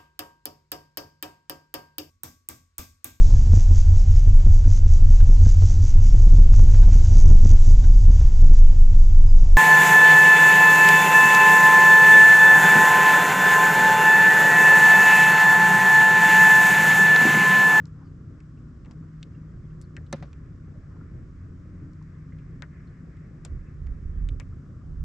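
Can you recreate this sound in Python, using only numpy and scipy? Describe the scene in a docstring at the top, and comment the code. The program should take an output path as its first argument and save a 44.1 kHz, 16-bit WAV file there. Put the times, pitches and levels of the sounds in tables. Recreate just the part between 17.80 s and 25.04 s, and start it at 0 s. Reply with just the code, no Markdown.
"""Calm water around a small boat

Heard from the deck: far motorboat engines, made of wavering sine tones, drone and beat over a noisy
exhaust rumble and a faint wash. Ripples of shaped noise tick and plop at the hull, among ringing bubbles,
soft swells and a few thin peeps. Something knocks on the deck and a weaker knock follows; decaying tones
and noise make both. Near the end a low buffeting of deep noise rises, with a few dull thuds."""
import sys
import numpy as np
from scipy.fft import rfft, irfft, next_fast_len
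from scipy.io import wavfile
from scipy.ndimage import map_coordinates

SR = 44100
rng = np.random.default_rng(int(sys.argv[2]) if len(sys.argv) > 2 else 0)


def int16_out(signal):
    """Quantize to a 16-bit WAV file."""
    q = np.round(np.clip(np.atleast_2d(signal).T, -1, 1) * 32767)
    wavfile.write(sys.argv[1], SR, q.astype(np.int16))


N = 319284  # length in samples

# how alike left and right are, for far sounds: (frequency [Hz], likeness [0 to 1])
FAR_ALIKE = [(60, 1), (150, 0.98), (300, 0.88), (500, 0.72), (900, .55), (1800, 0.45), (3600, 0.11),
             (7000, 0.69)]
# the same for sounds close by: (frequency [Hz], likeness [0 to 1])
NEAR_ALIKE = [(300, 1), (2000, 0.81), (7000, 0.77), (12000, 0.28)]


def amp(db):
    """Turn decibels into a plain factor."""
    return 10 ** (np.asarray(db) / 20)


def unit(x):
    """Scale x to rms 1."""
    return x / np.sqrt(np.mean(x ** 2) + 1e-20)


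def along(points, hz):
    """Read a curve of (Hz, value) points on a log frequency axis."""
    f, v = np.transpose(points)
    return np.interp(np.log(hz + 1), np.log(f + 1), v)


def curves(rows):
    """Give one value per sample for each column after the time."""
    s, *cols = np.transpose(rows)
    return [np.interp(np.arange(N) / SR, s, c) for c in cols]


def wobble(rate):
    """Draw a smooth random curve with rate knots a second."""
    knots = rng.standard_normal(int(N * rate / SR) + 4)
    return map_coordinates(knots, [np.arange(N) * rate / SR])


def filtered(x, response):
    """Shape x by a response that depends on frequency."""
    n = x.shape[-1]
    m = next_fast_len(n + SR // 10)
    return irfft(rfft(x, m) * response(np.fft.rfftfreq(m, 1 / SR)), m)[..., :n]


def rush(spectrum, alike=FAR_ALIKE, size=N):
    """Make stereo noise of rms 1 with a given colour and left-right likeness."""
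    def colour(hz):
        turn = np.arccos(np.clip(along(alike, hz), -1, 1)) / 2
        return amp(along(spectrum, hz)) * [np.cos(turn), np.sin(turn)]

    mid, side = filtered(rng.standard_normal((2, size)), colour)
    return unit(np.array([mid + side, mid - side]))


def fade(t, t60):
    """Decay by 60 dB in t60 seconds."""
    return np.exp(-np.log(1000) * t / max(t60, 1e-4))


def ring(t, hz, t60, attack):
    """Sound a damped sine with a soft start."""
    return np.sin(2 * np.pi * hz * t) * fade(t, t60) * (1 - np.exp(-t / attack))


def tone(hz):
    """Sound a sine of rms 1 that follows a pitch curve."""
    return np.sqrt(2) * np.sin(2 * np.pi * (np.cumsum(hz) / SR + rng.random()))


def add(track, s, sound, pan_db=0):
    """Mix a sound into the stereo track at time s; pan_db is left minus right."""
    part = track[:, round(s * SR):][:, :sound.shape[-1]]
    part += (sound * amp([[pan_db / 2], [-pan_db / 2]]))[..., :part.shape[1]]


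def ambience():
    """A far wash of water and boats slowly brightens and dulls again, over a faint steady hiss."""
    # noise colours: (frequency [Hz], level [dB per Hz])
    wash_body = [(500, -11.5), (850, -14), (1100, 0.5), (1350, 0.5), (1750, -6.5), (2400, -21),
                 (4000, -38.5), (12000, -120)]
    wash_edge = [(1100, -16.5), (1700, 3), (2100, -1), (2600, -10), (3300, -35), (5000, -67), (12000, -120)]
    hiss = [(1000, -3.5), (3000, 3), (4300, 0), (5200, 4), (6300, 1), (7700, 0), (8400, -8.5),
            (10000, -14.5), (12300, -20.5), (13500, -35.5)]
    peak_s, rise_db_per_s, fall_db_per_s = 5.37, 2, 5
    t = np.arange(N) / SR - peak_s
    edge_db = -67.5 + np.minimum(rise_db_per_s * t, -fall_db_per_s * t)
    sway_db = .4 * wobble(2) + .9 * wobble(12)
    body = amp(-66.5 + sway_db) * rush(wash_body)
    edge = amp(edge_db + 2.5 * wobble(13)) * rush(wash_edge)
    return body + edge + amp(-77.0) * rush(hiss)


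def engines():
    """Far engines hum and beat over a burbling exhaust; the long path makes their tones fade in and out."""
    # slow engine: (time [s], shaft rate [Hz], levels of the firing tone, its double and triple [dB])
    slow_engine = [(0, 30.11, -48.5, -54, -72), (1.1, 29.82, -62.5, -63.5, -70),
                   (2, 29.9, -52.5, -53, -69.5), (2.6, 29.91, -51.5, -72, -65),
                   (3.7, 29.69, -44, -52.5, -65), (4.15, 29.65, -48, -51.5, -72),
                   (4.55, 29.62, -53.5, -54, -58.5), (5.3, 29.54, -50.5, -53, -71),
                   (5.75, 29.57, -51, -70, -68.5), (6.55, 29.55, -42.5, -58, -60.5),
                   (7.24, 29.8, -59, -57, -65.5)]
    # weak wavering tones: (frequency [Hz], level at the start [dB], level at the end [dB])
    faint_lines = [(42.6, -65, -57.5), (57, -54, -61), (122.5, -64.5, -57.5), (140.8, -60.5, -64.5),
                   (212.7, -69, -71), (256, -70, -69), (273.4, -62.5, -73), (353, -70, -73.5)]
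    # two faster engines that beat, before a small trim: (time [s], frequency [Hz], level [dB])
    lower_drone = [(0, 154.3, -45), (1.3, 153.4, -51), (2.2, 153.6, -43.5), (2.7, 153.2, -51),
                   (3.15, 152.7, -47.5), (3.65, 152.7, -66), (4.15, 152.8, -44.5), (4.55, 152.5, -45),
                   (4.9, 151.2, -52.5), (6.2, 150.7, -49), (6.8, 151.8, -51.5), (7.24, 151.9, -41.5)]
    upper_drone = [(0, 158.5, -60.5), (1.08, 158.3, -60), (1.2, 158, -41.5), (1.6, 156.8, -47.5),
                   (2.1, 158, -49), (2.6, 157.5, -51.5), (3.7, 157, -69), (4.6, 159, -45), (5, 158.7, -53),
                   (5.4, 159.2, -48), (6.85, 158.5, -66), (7.1, 158.7, -52)]
    # a tone about an octave above the lower drone: (time [s], frequency [Hz], level [dB])
    drone_octave = [(0, 306.8, -63), (1.3, 307.4, -62), (3.0, 306, -71), (4.1, 305, -55.5),
                    (4.6, 311.2, -72.5), (7.24, 304.7, -71.5)]
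    # a fourth engine that weakens early: (time [s], hum level [dB], octave level [dB])
    fading_hum = [(0, -49.5, -69.5), (0.9, -57, -59), (1.4, -55.5, -65), (2.2, -57.5, -65.5),
                  (2.8, -55.5, -76.5), (7.24, -60.5, -76)]
    # exhaust noise colour: (frequency [Hz], level [dB per Hz])
    exhaust = [(25, -25.5), (60, 1), (100, 1.5), (165, -1.5), (188, -7), (220, -9.5), (265, -9), (320, -14),
               (365, -16), (430, -20.5), (550, -25.5), (680, -32.5), (850, -40.5), (1500, -70.5),
               (4000, -120)]

    shaft, *firing_dbs = curves(slow_engine)
    shaft = shaft * (1 + 0.0021 * wobble(3.91))
    firing = 3 * shaft  # three firings per turn
    slow = sum(amp(db + wobble(4)) * tone(k * firing) for k, db in enumerate(firing_dbs, 1))

    faint = 0
    for hz, start_db, end_db in faint_lines:
        level = amp(np.linspace(start_db, end_db, N) + 3.8 * wobble(2.5))
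        faint = faint + level * tone(hz * (1 + .012 * wobble(7)))

    lower_hz, lower_db = curves(lower_drone)
    upper_hz, upper_db = curves(upper_drone)
    octave_hz, octave_db = curves(drone_octave)
    lower = amp(lower_db - 0.9 + 1.3 * wobble(5.7)) * tone(lower_hz * (1 + .003 * wobble(8)))
    upper = amp(upper_db - 0.8) * tone(upper_hz)
    octave = amp(octave_db + wobble(5.9)) * tone(octave_hz)

    hum_hz = 118.1 * (1 + .004 * wobble(4))
    hum = sum(amp(db + 4.2 * wobble(6.5)) * tone(k * hum_hz)
              for k, db in enumerate(curves(fading_hum), 1))

    # the exhaust noise pulses once per turn of the slow shaft
    pulse = 1 + 0.17 * tone(shaft)
    rumble = amp(-44.5 + 2.0 * wobble(11)) * unit(rush(exhaust) * pulse)
    return slow + faint + lower + upper + octave + hum + rumble


def peeps():
    """Thin, unsteady whistles swell and fade as they glide."""
    # (time [s], length [s], level before the swell shape [dB], start pitch [Hz], end pitch [Hz])
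    peep_table = [(0.224, .08, -78.5, 5170, 4340), (1.896, 0.026, -76, 3180, 2550),
                  (2.02, 0.048, -75, 4940, 3950), (5.854, 0.053, -72, 2540, 2670),
                  (6.29, 0.13, -85, 2940, 3570)]
    out = np.zeros((2, N))
    for s, length, db, start_hz, end_hz in peep_table:
        n = round(max(length, .01) * SR)
        pitch = np.linspace(start_hz, end_hz, n) * (1 + .05 * wobble(700)[:n])
        add(out, s, amp(db) * np.hanning(n) * tone(pitch))
    return out


def buffeting():
    """Low rumble swells in gusts and into short, dull thuds, stronger on the right."""
    # gusts, before wavering and side balance: (time [s], length [s], level [dB])
    gust_table = [(1.755, 0.052, -47.5), (2.698, 0.97, -48), (4.758, 0.067, -47), (5.717, 0.28, -39.5),
                  (6.099, 0.45, -37), (7.133, 0.18, -33)]
    # rumble colour: (frequency [Hz], level [dB per Hz])
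    low_air = [(8, -40), (20, 0), (32, 0), (43, 5), (52, 0), (68, 1.5), (120, -16.5), (200, -25),
               (500, -87.5), (1500, -120)]
    # thuds, before a 12 dB lift and panning: (time [s], level [dB], frequency [Hz])
    thud_table = [(5.745, -28.5, 48), (6.116, -26.5, 39), (6.255, -23.5, 43.5), (6.412, -23.5, 48.3),
                  (6.437, -21, 47.4), (6.517, -22, 82), (7.17, -28, 59.4), (7.203, -26.5, 46)]
    attack_s, release_s = 0.07, 0.15  # how fast a gust comes and goes
    now = np.arange(N) / SR
    gusts = 0
    for s, length, db in gust_table:
        edges = np.minimum((now - s) / attack_s, (s + length - now) / release_s)
        gusts = gusts + amp(db) * np.exp(np.minimum(0, edges))
    calm = amp(-53 + 2.9 * wobble(4.5))  # the level between gusts
    level = np.hypot(calm, gusts * amp(3.3 * wobble(7.8)))
    out = level * rush(low_air, [(50, 1.0)]) * amp([[-3], [1.5]])
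    t = np.arange(SR // 5) / SR
    for s, db, hz in thud_table:
        add(out, s, amp(db + 12.0) * ring(t, hz, 2.57 / hz, 0.0043), -4.5)
    return out


def swells():
    """Water wells up along the hull and sinks back with a lumpy gurgle."""
    # (time [s], length [s], level before the swell shape [dB], frequency [Hz])
    swell_table = [(0.127, 0.19, -64.5, 1100), (1.017, .14, -68, 900), (2.875, 0.32, -69, 600),
                   (3.052, 0.19, -65.5, 1260), (5.484, .14, -67.5, 680), (6.68, 0.11, -76.5, 1300),
                   (6.982, .2, -71, 801)]
    out = np.zeros((2, N))
    for s, length, db, hz in swell_table:
        n = round(max(length, .02) * SR)
        colour = [(hz / 4, -40), (hz / 1.37, -4), (hz, 0), (hz * 1.18, -5), (hz * 5, -60)]
        gurgle = rush(colour, NEAR_ALIKE, size=n) * amp(3.3 * wobble(60)[:n])
        add(out, s, amp(db) * np.hanning(n) * unit(gurgle))
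    return out


def bubbles():
    """Small bubbles ring in a little slosh, rising in pitch as they reach the surface."""
    # the clearest bubbles, before an 8.5 dB lift: (time [s], level [dB], starting pitch [Hz])
    bubble_table = [(0.19, -59, 1285), (0.774, -68, 2660), (1.224, -56.5, 1290), (1.548, -65.5, 2700),
                    (1.63, -62, 1150), (2.955, -53.5, 544.9), (3.21, -51.5, 1340), (4.212, -56.5, 1040),
                    (4.522, -53.5, 2025), (5.072, -67.5, 4130), (6.544, -52.5, 436), (6.725, -58, 1280),
                    (7.011, -59, 1200)]
    out, t = np.zeros((2, N)), np.arange(SR // 10) / SR
    for s, db, hz in bubble_table:
        colour = [(hz / 4, -40), (hz / 1.3, -5), (hz, 0), (hz * 1.1, -6), (hz * 4, -70)]
        slosh = rush(colour, NEAR_ALIKE, size=len(t)) * fade(t, 0.073) * (1 - np.exp(-t / 0.0025))
        blip = ring(t, hz * (1 + 2.6 * t), 0.028, 0.0023)
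        add(out, s, amp(db + 8.5) * (blip + 0.27 * slosh), rng.normal(0, 2))
    # many fainter ones at random times, steady in pitch; higher ones are softer
    for when, pitch, size, side in rng.random((60, 4)):
        level = amp(-73.0 + 10 * size - 5 * pitch)
        blip = ring(t, 1100 * 4 ** pitch, 0.02, 0.0013)
        add(out, when * (N - len(t)) / SR, level * blip, 8 * (side - .5))
    return out


def knocks():
    """A hard contact cracks; the deck thumps and rings, its hollow booms just after, loose gear rattles."""
    # (time [s], then levels of hollow, ring, thump, crack and rattle [dB])
    knock_table = [(2.3270, -27.5, -29, -33, -31.5, -57), (2.4254, -44, -61, -41.5, -57.5, -69)]
    # hollow under the deck: (frequency [Hz], level re the hollow [dB], time to the peak [s])
    hollow_modes = [(158, -4, 0.016), (227.4, -3.5, 0.011), (351, -8.5, 0.0083), (507, -8, 0.0079),
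                    (554, -1, 0.0084)]
    # ringing deck: (frequency [Hz], level re the ring [dB], time to fall 60 dB [s])
    deck_modes = [(736, -8, .06), (894, -11.5, 0.082), (1015, -14, 0.1), (1340, -11, 0.054),
                  (1744, 0, 0.031), (2040, -4, .04)]
    # the small hard thing that strikes: (frequency [Hz], level re the crack [dB], time to fall 60 dB [s])
    chink_modes = [(3910, -1.5, 0.025), (4400, -5, 0.021), (5260, -10, 0.034), (6220, -6, .02),
                   (6470, -5, 0.016), (7650, -11, 0.015)]
    # noise colours: (frequency [Hz], level [dB per Hz])
    thump_colour = [(80, -23), (160, -3), (300, -7), (480, 5), (700, 5), (1100, -0.5), (1600, -6.5),
                    (2400, -9), (3200, -16), (4200, -14.5), (5500, -23), (8000, -38), (12000, -60.5)]
    crack_colour = [(300, -18), (1000, -2), (1900, 6.5), (2600, 1), (3100, -15), (3550, 8), (3950, 10),
                    (4700, 4), (5900, 11.5), (7600, 0.5), (9500, -3.5), (12500, -15.5), (14500, -39)]
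    rattle_colour = [(400, -9), (1500, 10), (3000, 0), (6000, -3), (8000, -13), (12500, -27)]
    out, t = np.zeros((2, N)), np.arange(SR // 3) / SR
    for s, hollow_db, ring_db, thump_db, crack_db, rattle_db in knock_table:
        hollow = 0
        for hz, db, peak_s in hollow_modes:
            rise_and_fall = (t / peak_s * np.exp(1 - t / peak_s)) ** 2
            boom = np.sin(2 * np.pi * (hz * t + rng.random()))
            hollow = hollow + amp(hollow_db + db) * rise_and_fall * boom
        deck = 0
        for hz, db, t60 in deck_modes:
            level = amp(ring_db + db + rng.normal(0, 1)) * rng.choice([-1, 1])
            deck = deck + level * ring(t, hz, t60, 0.00079)
        thump = rush(thump_colour, NEAR_ALIKE, size=len(t)) * (1 - np.exp(-t / .0005)) * fade(t, 0.08)
        crack = amp(crack_db) * fade(t, 0.021) * rush(crack_colour, NEAR_ALIKE, size=len(t))
        for hz, db, t60 in chink_modes:
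            crack += amp(crack_db + db) * rng.choice([-1, 1]) * ring(t, hz, t60, .0006)
        add(out, s, hollow + deck + amp(thump_db) * thump + crack, .7)
        # the rattle starts 23 ms later, its grain made by fast level changes
        grain_db = (2.4 * wobble(760) + 3 * wobble(130))[:len(t)]
        grains = unit(amp(grain_db) * rush(rattle_colour, size=len(t)))
        add(out, s + 0.023, amp(rattle_db) * (1 - np.exp(-t / .003)) * fade(t, 0.36) * grains)
    return out


def laps():
    """A ripple snaps on the hull, sprays and leaves a short, hollow slosh of air and water.

    Each also thumps the hull, louder when its snap is fuller in the lows."""
    # (time [s], snap level [dB], snap frequency [Hz], drop an octave below the snap [dB],
    #  splutter time to fall 60 dB [s], slosh level [dB], slosh frequency [Hz],
    #  slosh time to fall 60 dB [s], slosh width [octaves], left minus right [dB])
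    lap_table = [(0.056, -62, 4670, 16, 0.017, -64, 1190, .1, .6, 5),
                 (0.067, -79, 7000, 10, .04, -74, 6000, .04, .5, 4),
                 (0.604, -74, 6050, 7, .02, -64, 1950, 0.02, .4, 1),
                 (1.048, -70, 2770, 3, .04, -67.5, 2400, .046, .3, 3),
                 (1.059, -69, 3000, -2, .014, -65, 1700, .035, 1.1, 2),
                 (1.1113, -62, 5000, -3.5, 0.045, -69, 5200, .03, .2, 7.5),
                 (1.4295, -51.5, 2830, 15, 0.014, -57, 2900, 0.022, 1.1, -0.5),
                 (2.0148, -64.5, 8500, 3, .015, -68.5, 4600, .07, 0.46, 4),
                 (2.0215, -75, 9000, 16, .02, -76, 8800, 0.023, .3, 4),
                 (2.1669, -50.5, 2570, 12, 0.019, -47.5, 1760, 0.05, .12, 1),
                 (2.265, -75, 3600, 10, .03, -75, 3500, 0.045, 0.33, 1),
                 (2.531, -64.5, 3715, 4, 0.013, -66.5, 2460, .033, 0.3, -2),
                 (4.134, -78, 6300, 14, .014, -81, 5000, .02, .4, 6),
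                 (4.226, -77.5, 6000, 21, .015, -81, 5200, .02, .4, 5),
                 (4.587, -74.5, 2660, 11, 0.013, -68, 2510, .05, .2, 8),
                 (4.8225, -50, 3920, -1.5, 0.0089, -44.5, 1500, .064, 0.83, 10.5),
                 (5.6498, -53.5, 6100, 17, 0.035, -52.5, 7580, 0.0081, 0.064, 0),
                 (5.651, -55.5, 2860, -0.5, 0.071, -56, 1070, .03, 0.65, 12),
                 (5.37, -79, 3800, 10, .015, -80, 2800, 0.03, .5, 3),
                 (6.069, -66, 3100, -0.5, .03, -66, 1950, 0.041, 0.43, 3),
                 (6.489, -54, 2820, 11, 0.0089, -58, 2500, .02, 1.1, -1),
                 (6.5999, -54, 5800, -2.5, .0062, -51.5, 2140, 0.061, 0.4, 10.5),
                 (6.604, -72, 8200, 6, .023, -58, 1150, .05, 0.27, -6)]
    # the hull's dull thump: (frequency [Hz], level [dB per Hz])
    hull_colour = [(80, -22.5), (180, 2.5), (300, -3), (600, -6), (900, -17), (2500, -70)]
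    treble_cut = [(8000, 2), (9800, -37.5), (13000, -47)]
    spray_colour = [(5000, -28.5), (8000, 2.0), (12300, -12.0), (13300, -29)]
    lead = 64  # samples of room ahead of the pulse, as the filters spread it both ways
    out, t = np.zeros((2, N)), np.arange(SR // 8) / SR
    onset = 1 - np.exp(-t / 0.0026)

    def sized(x, db):
        """Set a level that counts the sound's energy as if spread over 15 ms."""
        return amp(db) * unit(x) * np.sqrt(.015 / t[-1])

    for (s, snap_db, snap_hz, thin_db, splutter_t60,
         slosh_db, slosh_hz, slosh_t60, octaves, pan_db) in lap_table:
        # one sharp pulse, a short splutter and a weak tail scattered by the deck
        burst = rush([(1000, 0)], NEAR_ALIKE, size=len(t))
        burst = burst * (fade(t, splutter_t60) + amp(-26) * fade(t, .14))
        burst[:, 0] += 10
        burst = np.pad(burst, ((0, 0), (lead, 0)))
        snap_colour = [(snap_hz / 20, -60), (snap_hz / 8, -3 * thin_db), (snap_hz / 2, -thin_db),
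                       (snap_hz / 1.36, -1), (snap_hz, 0), (snap_hz * 2.0, -12)]
        snap = filtered(burst, lambda hz: amp(along(snap_colour, hz) + along(treble_cut, hz)))
        spray = filtered(burst, lambda hz: amp(along(spray_colour, hz)))
        # sharper snaps throw more spray: 26 dB more per octave
        spray_db = snap_db - 30.5 + 26 * np.log2(snap_hz / 4240)
        add(out, s - lead / SR, sized(snap, snap_db) + sized(spray, spray_db), pan_db)

        low, high = slosh_hz * 2 ** (-octaves / 2), slosh_hz * 2 ** (octaves / 2)
        slosh_colour = [(low / 4, -32), (low / 1.3, -15), (low, 0),
                        (high, 0), (high * 1.35, -19), (high * 5, -80)]
        slosh = rush(slosh_colour, NEAR_ALIKE, size=len(t)) * onset * fade(t, slosh_t60)
        thump = rush(hull_colour, NEAR_ALIKE, size=len(t)) * onset * fade(t, 0.092)
        # the thump is 1 dB above the low part of the snap
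        plop = sized(slosh, slosh_db) + sized(thump, snap_db - thin_db + 1)
        add(out, s, plop, pan_db / 2)
    return out


def scene():
    """Far sounds, a little stronger on the left, lie under the buffeting and the water at the hull."""
    far = (ambience() + engines()) * amp([[.5], [-.5]])
    near = swells() + bubbles() + knocks() + laps()
    return far + peeps() + buffeting() + near


def record(dry):
    """Sound reaches the right side a little early; the deepest bass and the top treble are cut."""
    bass_hz, top_hz = 12, 13500

    def response(hz):
        # 0.45 of a half-sample later on the left and as much earlier on the right
        shift = np.exp(1j * np.pi * hz / SR * np.array([[-.45], [.45]]))
        return shift * (hz < top_hz) * hz ** 2 / (hz ** 2 + bass_hz ** 2)

    return filtered(dry, response)


dry = scene()
out = record(dry)
int16_out(out)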